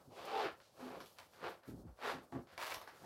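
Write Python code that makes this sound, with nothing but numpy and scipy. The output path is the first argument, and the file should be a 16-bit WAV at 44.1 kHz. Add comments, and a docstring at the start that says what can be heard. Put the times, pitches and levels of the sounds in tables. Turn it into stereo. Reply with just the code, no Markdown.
"""Rubber soles scuff, squeak and judder as furry slippers shift on a plastic board in a small room.
Countless tiny slips make the scuffs; gripping and slipping in a rhythm makes the squeaks and groans.
Tacky spots snap loose, and near the end a sole peels off with a crackle. The board knocks on the
wooden floor beneath it. Fur and fabric swish faintly over quiet room noise."""
import sys
import numpy as np
from scipy import signal
from scipy.fft import rfft, irfft
from scipy.io import wavfile

SR = 44100
rng = np.random.default_rng(int(sys.argv[2]) if len(sys.argv) > 2 else 0)


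def generate_wav(sig):
    """Save sig (samples, or channels by samples) to the path in sys.argv[1] as 16-bit PCM at SR."""
    pcm = np.round(np.clip(np.atleast_2d(sig).T, -1, 1) * 32767).astype(np.int16)
    wavfile.write(sys.argv[1], SR, pcm)


N = 134505
T = np.arange(N) / SR
HZ = np.fft.rfftfreq(2 * N, 1 / SR)


def amp(db):
    """Turns decibels into a number to multiply by."""
    return 10 ** (np.asarray(db) / 20)


def unit(x):
    """Scales a signal to an average strength (rms) of 1."""
    return x / np.sqrt(np.mean(x ** 2) + 1e-20)


def read(points, hz=HZ):
    """Joins a table's points into a curve over frequency."""
    point_hz, value = np.transpose(points)
    return np.interp(np.log(hz + 1), np.log(point_hz), value)


def add(mix, start_s, sound):
    """Adds a sound to the mix at the given time."""
    part = mix[:, max(round(start_s * SR), 0):][:, :sound.shape[-1]]
    part += sound[..., :part.shape[1]]


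def tone_filter(points, bass_db=0, rasp_db=0, treble_db=0, air_db=0, size=2048):
    """Builds a filter from a tone table and four tone controls."""
    bass_hz, rasp_hz, treble_hz, air_hz = 327, 1630, 2720, 11000
    hz = abs(np.fft.fftfreq(size, 1 / SR)) + 1
    db = read(points, hz) + bass_db / (1 + (hz / bass_hz) ** 4)
    db += rasp_db * np.exp(-(2 * np.log2(hz / rasp_hz)) ** 2)
    db += treble_db / (1 + (treble_hz / hz) ** 2) + air_db / (1 + (air_hz / hz) ** 4)
    spectrum = np.exp(signal.hilbert(np.log(amp(db))).conj())  # rings only after a hit, never before
    response = np.fft.ifft(spectrum).real[:size // 2]
    return response / np.linalg.norm(response)


def through(x, response):
    """Passes both channels through a filter."""
    return signal.oaconvolve(x, np.atleast_2d(response), axes=1)[:, :N]


def stroke(full, rise, hold, fall):
    """Loudness that swells 20 dB in `rise` seconds, holds, then drops 20 dB every `fall` seconds."""
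    swell = (np.maximum(full - T, 0) / rise) ** 1.4
    fade = np.maximum(T - full - hold, 0) / fall
    return 10 ** -(swell + fade)


def wander(rate_hz):
    """A smooth random wiggle; a higher rate wiggles faster."""
    return unit(irfft(rfft(rng.standard_normal(2 * N)) * np.exp(-(HZ / rate_hz) ** 2))[:N])


def grains(per_s, spread_db):
    """Tiny random clicks, each with its own strength on the left and right."""
    size = amp(spread_db * np.minimum(rng.exponential(1, N), 4))
    happens = rng.random(N) < per_s / SR
    return unit(size * happens * rng.standard_normal((2, N)))


# how alike left and right sound (frequency [Hz], likeness [0-1])
STEREO_LIKENESS = [(50, 0.59), (250, 0.72), (550, 0.58), (1100, 0.3), (2400, 0.063), (5000, 0),
                   (15000, 0.024)]
def pair(x):
    """Makes two unrelated channels alike in the bass, as at two close microphones."""
    first, second = rfft(x, 2 * N)
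    like = read(STEREO_LIKENESS)
    mid, side = first * np.sqrt((1 + like) / 2), second * np.sqrt((1 - like) / 2)
    return irfft(np.array([mid + side, mid - side]))[:, :N]


# how long the room rings (frequency [Hz], time to fade 60 dB [s])
ECHO_TIMES = [(100, 0.22), (500, 0.23), (2000, 0.26), (5000, 0.25), (14000, 0.13)]
def room(x, echo_db, onset_s=0.0023):
    """Adds the small room's echo, which dies fastest in the highest notes."""
    hz, t, bands = signal.stft(rng.standard_normal((2, SR // 2)), SR, nperseg=256)
    fade = amp(-60 * t / read(ECHO_TIMES, hz)[:, None])
    tail = signal.istft(bands * fade, SR, nperseg=256)[1]
    onset = np.minimum(T[:tail.shape[1]] / onset_s, 1) ** 2
    tail = pair(tail * onset)[:, :SR // 2]
    return x + amp(echo_db) * through(x[[0, 0]], tail / np.linalg.norm(tail[0]))


# tone of the room noise (frequency [Hz], relative level [dB])
HUSH_TONE = [(20, -1), (35, -15), (55, -2), (90, 4), (200, -3), (400, -3.5), (530, 4.5), (850, -1.5),
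             (1400, -9.5), (2200, -27), (4500, -14.5), (7000, -18.5), (12000, -18.5), (16000, -22.5)]
def hush(level_db=-68.5, waver_db=2.5):
    """Quiet, low room noise whose level wavers."""
    spectrum = rfft(rng.standard_normal((2, 2 * N))) * amp(read(HUSH_TONE))
    noise = unit(irfft(spectrum)[:, :N])
    return pair(noise) * amp(level_db + waver_db * wander(rate_hz=18))


# tone of brushed fur (frequency [Hz], relative level [dB])
FUR_TONE = [(200, -24), (1500, 2), (4500, 10), (7000, 5), (9500, 1.5), (12500, 4.5), (16000, -10)]
# brushing moves (full at [s], rise [s], hold [s], fall [s], level [dB], highest hiss [dB])
FUR_STROKES = [(0.175, 0.12, 0.25, 0.17, -65.5, -4), (0.252, 0.0024, .003, 0.03, -57, 6),
               (0.615, 0.0064, .045, 0.18, -69, -14), (0.812, 0.097, 0.054, 0.38, -65, 0),
               (1.057, 0.16, 0.022, 0.34, -66.5, 9), (1.35, .1, 0.12, 0.086, -69, -1),
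               (1.495, 0.027, 0.009, 0.072, -63, 6), (1.682, 0.045, .025, 0.05, -65, 10),
               (2.075, .09, 0.041, 0.086, -56.5, -2), (2.321, .002, .002, 0.13, -68, -6),
               (2.637, 0.051, 0.12, .16, -59.5, 18), (2.74, 0.0031, 0.0036, 0.013, -50, 10),
               (3.003, .15, 0.063, .1, -66.5, 3)]
def fur_swishes():
    """Hairs and fabric brush past each other with a fine hiss."""
    out = np.zeros((2, N))
    for *timing, db, air_db in FUR_STROKES:
        touches = grains(per_s=12000, spread_db=-0.5) * stroke(*timing) * amp(db)
        out += through(touches, tone_filter(FUR_TONE, air_db=air_db))
    return pair(out)


# the board's own notes (pitch [Hz], relative level [dB], time to fade 60 dB [s])
BOARD_NOTES = [(131.6, -3.5, 0.078), (250, -2, 0.1), (344.7, -8.5, 0.28), (410, -19, 0.13),
               (462.2, -15, 0.14), (537, -7.5, 0.093), (664, -26, 0.07), (694, -2, 0.066), (829, -8, 0.061),
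               (1141, -7, 0.11), (1366, -18.5, 0.089), (1476, -9, 0.052), (1710, -22, 0.29)]
def board_ring():
    """One tap makes the board ring with several fading notes at once."""
    t = T[:SR // 3]
    return sum(amp(db - 60 * t / fade_s) * np.cos(2 * np.pi * hz * t) for hz, db, fade_s in BOARD_NOTES)


# the board hitting the floor (time [s], level [dB])
BOARD_TAPS = [(2.3245, -51.5), (2.351, -51.5), (3.043, -58)]
def board_knocks(click_s=0.011, muffle_hz=1150):
    """The board taps the floor with a click and a ring, cushioned by the sole."""
    out, ring = np.zeros((2, N)), board_ring()
    click = amp(0.5) * rng.standard_normal(len(ring)) * np.exp(-T[:len(ring)] / click_s)
    cushion = signal.butter(2, [50, muffle_hz], "band", fs=SR, output="sos")
    tap = signal.sosfilt(cushion, ring / 2 + click)
    for start_s, db in BOARD_TAPS:
        add(out, start_s, amp(db) * tap / np.std(tap[:1024]))
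    return out


# tone of peeling rubber (frequency [Hz], relative level [dB])
PEEL_TONE = [(60, -46), (250, -18), (550, 0), (1000, 1.5), (1800, -1), (3000, -4.5), (5000, -10),
             (7500, -17), (12000, -21), (16000, -20)]
# a sole lifting away (full at [s], rise [s], hold [s], fall [s], level [dB])
PEEL_STROKES = [(1.192, 0.028, 0.013, 0.072, -56), (2.587, 0.0055, 0.03, 0.15, -54.5),
                (2.88, 0.004, 0.011, 0.055, -58.5), (2.624, 0.049, 0.091, 0.057, -46)]
def sole_peels():
    """Rubber unsticks from the plastic in a run of tiny cracks."""
    loudness = sum(amp(db) * stroke(*timing) for *timing, db in PEEL_STROKES)
    cracks = grains(per_s=3200, spread_db=2.5) * loudness
    return pair(through(cracks, tone_filter(PEEL_TONE)))


# tone of one snap (frequency [Hz], relative level [dB])
SNAP_TONE = [(60, -12), (250, -16), (550, -1.5), (1000, 2.5), (1800, -1.5), (3000, -7), (5000, -8.5),
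             (7500, -23), (12000, -17), (16000, -43)]
# tacky spots coming loose (time [s], level [dB], treble [dB])
STICKY_SPOTS = [(0.602, -60, -10), (1.004, -52.5, -2), (1.012, -57, -1), (1.06, -60, 8),
                (1.1858, -55.5, 5.5), (1.335, -63.5, -3), (1.634, -66, -5), (1.989, -58.5, -47),
                (2.472, -65.5, -5), (2.5781, -44, -5), (2.626, -44, -4), (2.667, -49, 10),
                (2.722, -45, -10), (2.7448, -45, 7), (2.768, -51, -44), (2.815, -53.5, 5),
                (2.875, -52.5, -9)]
def sole_snaps(snap_s=0.0016, rustle_db=-15, rustle_s=0.011, size=4096):
    """Each tacky spot of rubber lets go in a sharp burst with a short rustle behind it."""
    out, t = np.zeros((2, N)), T[:size]
    fade = np.exp(-t / snap_s) + amp(rustle_db) * np.exp(-t / rustle_s)
    for start_s, db, treble_db in STICKY_SPOTS:
        noise = rng.standard_normal((2, size)) * fade
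        burst = through(noise, tone_filter(SNAP_TONE, treble_db=treble_db))
        add(out, start_s, amp(db) * burst / np.std(burst[:, :size // 8]))
    return pair(out)


# a sole gripping and slipping (full at [s], rise [s], hold [s], fall [s], level [dB],
# first pitch [Hz], last pitch [Hz], roughness [0-1], overtones weaken above [Hz])
JUDDER_STROKES = [(0.080, 0.012, 0.014, .035, -57, 143.8, 117, 0.4, 208),
                  (0.359, 0.044, 0.053, 0.051, -40, 438.5, 437.5, 0.04, 620),
                  (0.35, 0.084, 0.048, 0.026, -42.5, 793, 785, 0.08, 580),
                  (0.409, 0.01, 0.0068, 0.013, -44, 800, 666, 0.05, 600),
                  (0.442, 0.019, 0.013, .035, -44, 400, 323, 0.31, 394),
                  (0.832, 0.028, 0.026, 0.091, -51, 254.5, 252, 0.01, 150),
                  (0.968, 0.063, .06, 0.04, -60.5, 149.2, 133, 0.74, 327),
                  (1.689, 0.019, 0.032, 0.077, -48, 134, 128, 0.4, 278),
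                  (1.704, .03, 0.1, 0.069, -64.5, 58, 55.4, .5, 60),
                  (1.77, 0.085, 0.057, 0.093, -58, 130.1, 124, 0.63, 270),
                  (1.857, 0.035, 0.032, 0.055, -55.5, 115, 71.1, 0.4, 174),
                  (1.887, .02, 0.02, .03, -54.5, 70, 51.5, .1, 55),
                  (2.136, 0.018, 0.01, 0.096, -55.5, 270.7, 250.6, 0.27, 220),
                  (2.358, 0.037, 0.012, 0.045, -44.5, 138, 128, 0.24, 263)]
def sole_judders(wobble=0.38, flutter=0.13):
    """Rubber grips and slips over and over: fast cycles squeak, slow ones groan and thud."""
    out, harmonics = np.zeros(N), np.arange(1, 12)  # whole multiples of the pitch
    for full, rise, hold, fall, db, first_hz, last_hz, rough, body_hz in JUDDER_STROKES:
        glide_hz = np.interp(T, [full - rise / 2, full + hold + fall / 2], [first_hz, last_hz])
        cycles = np.cumsum(glide_hz * (1 + wobble * rough * wander(first_hz))) / SR
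        ratio = harmonics * (first_hz + last_hz) / 2 / body_hz
        weights = ratio ** 0.65 / (2 + ratio ** 4.48)  # climbs gently, then drops steeply
        slips = sum(weight * np.sin(2 * np.pi * (k * cycles + rng.random()))
                    for k, weight in zip(harmonics, weights))
        tremble = 1 + (flutter + rough / 2) * wander(0.31 * first_hz)
        out += amp(db) * stroke(full, rise, hold, fall) * unit(slips * tremble)
    return np.array([out, out])


# tone of rubber rubbing plastic (frequency [Hz], relative level [dB])
SCUFF_TONE = [(40, -21), (100, -17), (180, -12), (260, -9), (450, 1.5), (680, 0.5), (950, -1), (1200, -1),
              (1500, -4), (1900, -8), (2450, -8.5), (3200, -11.5), (4600, -15.5), (6500, -30.5),
              (9500, -38), (12500, -36), (16000, -48)]
# a sole sliding (full at [s], rise [s], hold [s], fall [s], level [dB], bass [dB], rasp [dB],
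# treble [dB])
SCUFF_STROKES = [(0.004, 0.065, 0.015, 0.04, -67.5, 6, 3, -1),
                 (0.114, 0.016, 0.02, 0.026, -56, 0, -14, -24),
                 (0.185, 0.059, 0.13, 0.13, -51.5, -1, -4, 4),
                 (0.296, 0.062, 0.063, 0.088, -47, -6.5, -3, -0.5),
                 (0.395, 0.11, 0.046, 0.038, -41, -15, -2.5, 3),
                 (0.459, 0.058, 0.013, 0.055, -38.5, -2, 5, -1),
                 (0.815, 0.059, 0.15, 0.11, -52.5, 6, -0.5, -5.5),
                 (1.35, 0.029, .04, 0.088, -63.5, 10, 6, 6), (1.451, 0.057, 0.03, 0.084, -43.5, 3.5, 2, -2),
                 (1.64, 0.02, 0.055, .08, -64, -10, 8, 0), (1.881, 0.053, 0.011, 0.093, -66, -5, -1, -20),
                 (2.051, 0.053, 0.061, 0.074, -40, -3, 4, 3), (2.14, 0.024, 0.011, 0.1, -50.5, 17.5, 5, -4),
                 (2.346, 0.019, 0.049, .048, -51, 25, 2, -19),
                 (2.491, 0.032, 0.065, 0.055, -63.5, -8, 6.5, 16),
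                 (2.818, 0.039, 0.14, .2, -63.5, 4, 5.5, 4.5), (3.018, 0.042, 0.02, .1, -60.5, 16, 5, -16)]
def sole_scuffs(ring_db=-48.5):
    """A sliding sole makes thousands of tiny slips a second, which also ring the board a little."""
    out = np.zeros((2, N))
    for *timing, db, bass_db, rasp_db, treble_db in SCUFF_STROKES:
        slips = grains(per_s=8000, spread_db=0.65) * stroke(*timing) * amp(db)
        out += through(slips, tone_filter(SCUFF_TONE, bass_db, rasp_db, treble_db))
    return pair(out + amp(ring_db) * through(out, board_ring()))


def scene():
    """All the footwork, each sound with its own amount of echo, over the room noise."""
    return (room(sole_scuffs(), echo_db=-13) + room(fur_swishes(), echo_db=-13)
            + room(sole_judders(), echo_db=-9.5) + room(board_knocks(), echo_db=-3)
            + room(sole_snaps(), echo_db=-2) + room(sole_peels(), echo_db=-9) + hush())


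# which side is louder (frequency [Hz], left minus right [dB])
SIDE_BALANCE = [(60, -1.5), (550, -2), (1600, .5), (4500, -1.5), (9000, 2), (15000, 2.5)]
def record(dry, lowest_hz=45, highest_hz=15900):
    """Sets the left-right balance, then trims the deepest rumble and the highest hiss."""
    side_gains = amp(np.outer([.5, -.5], read(SIDE_BALANCE)))
    balanced = irfft(rfft(dry, 2 * N) * side_gains)[:, :N]
    low_cut = signal.butter(4, lowest_hz, "high", fs=SR, output="sos")
    high_cut = signal.firwin(511, highest_hz, window=("kaiser", 9), fs=SR)
    return signal.oaconvolve(signal.sosfilt(low_cut, balanced), high_cut[None], "same")


dry = scene()
out = record(dry)
generate_wav(out)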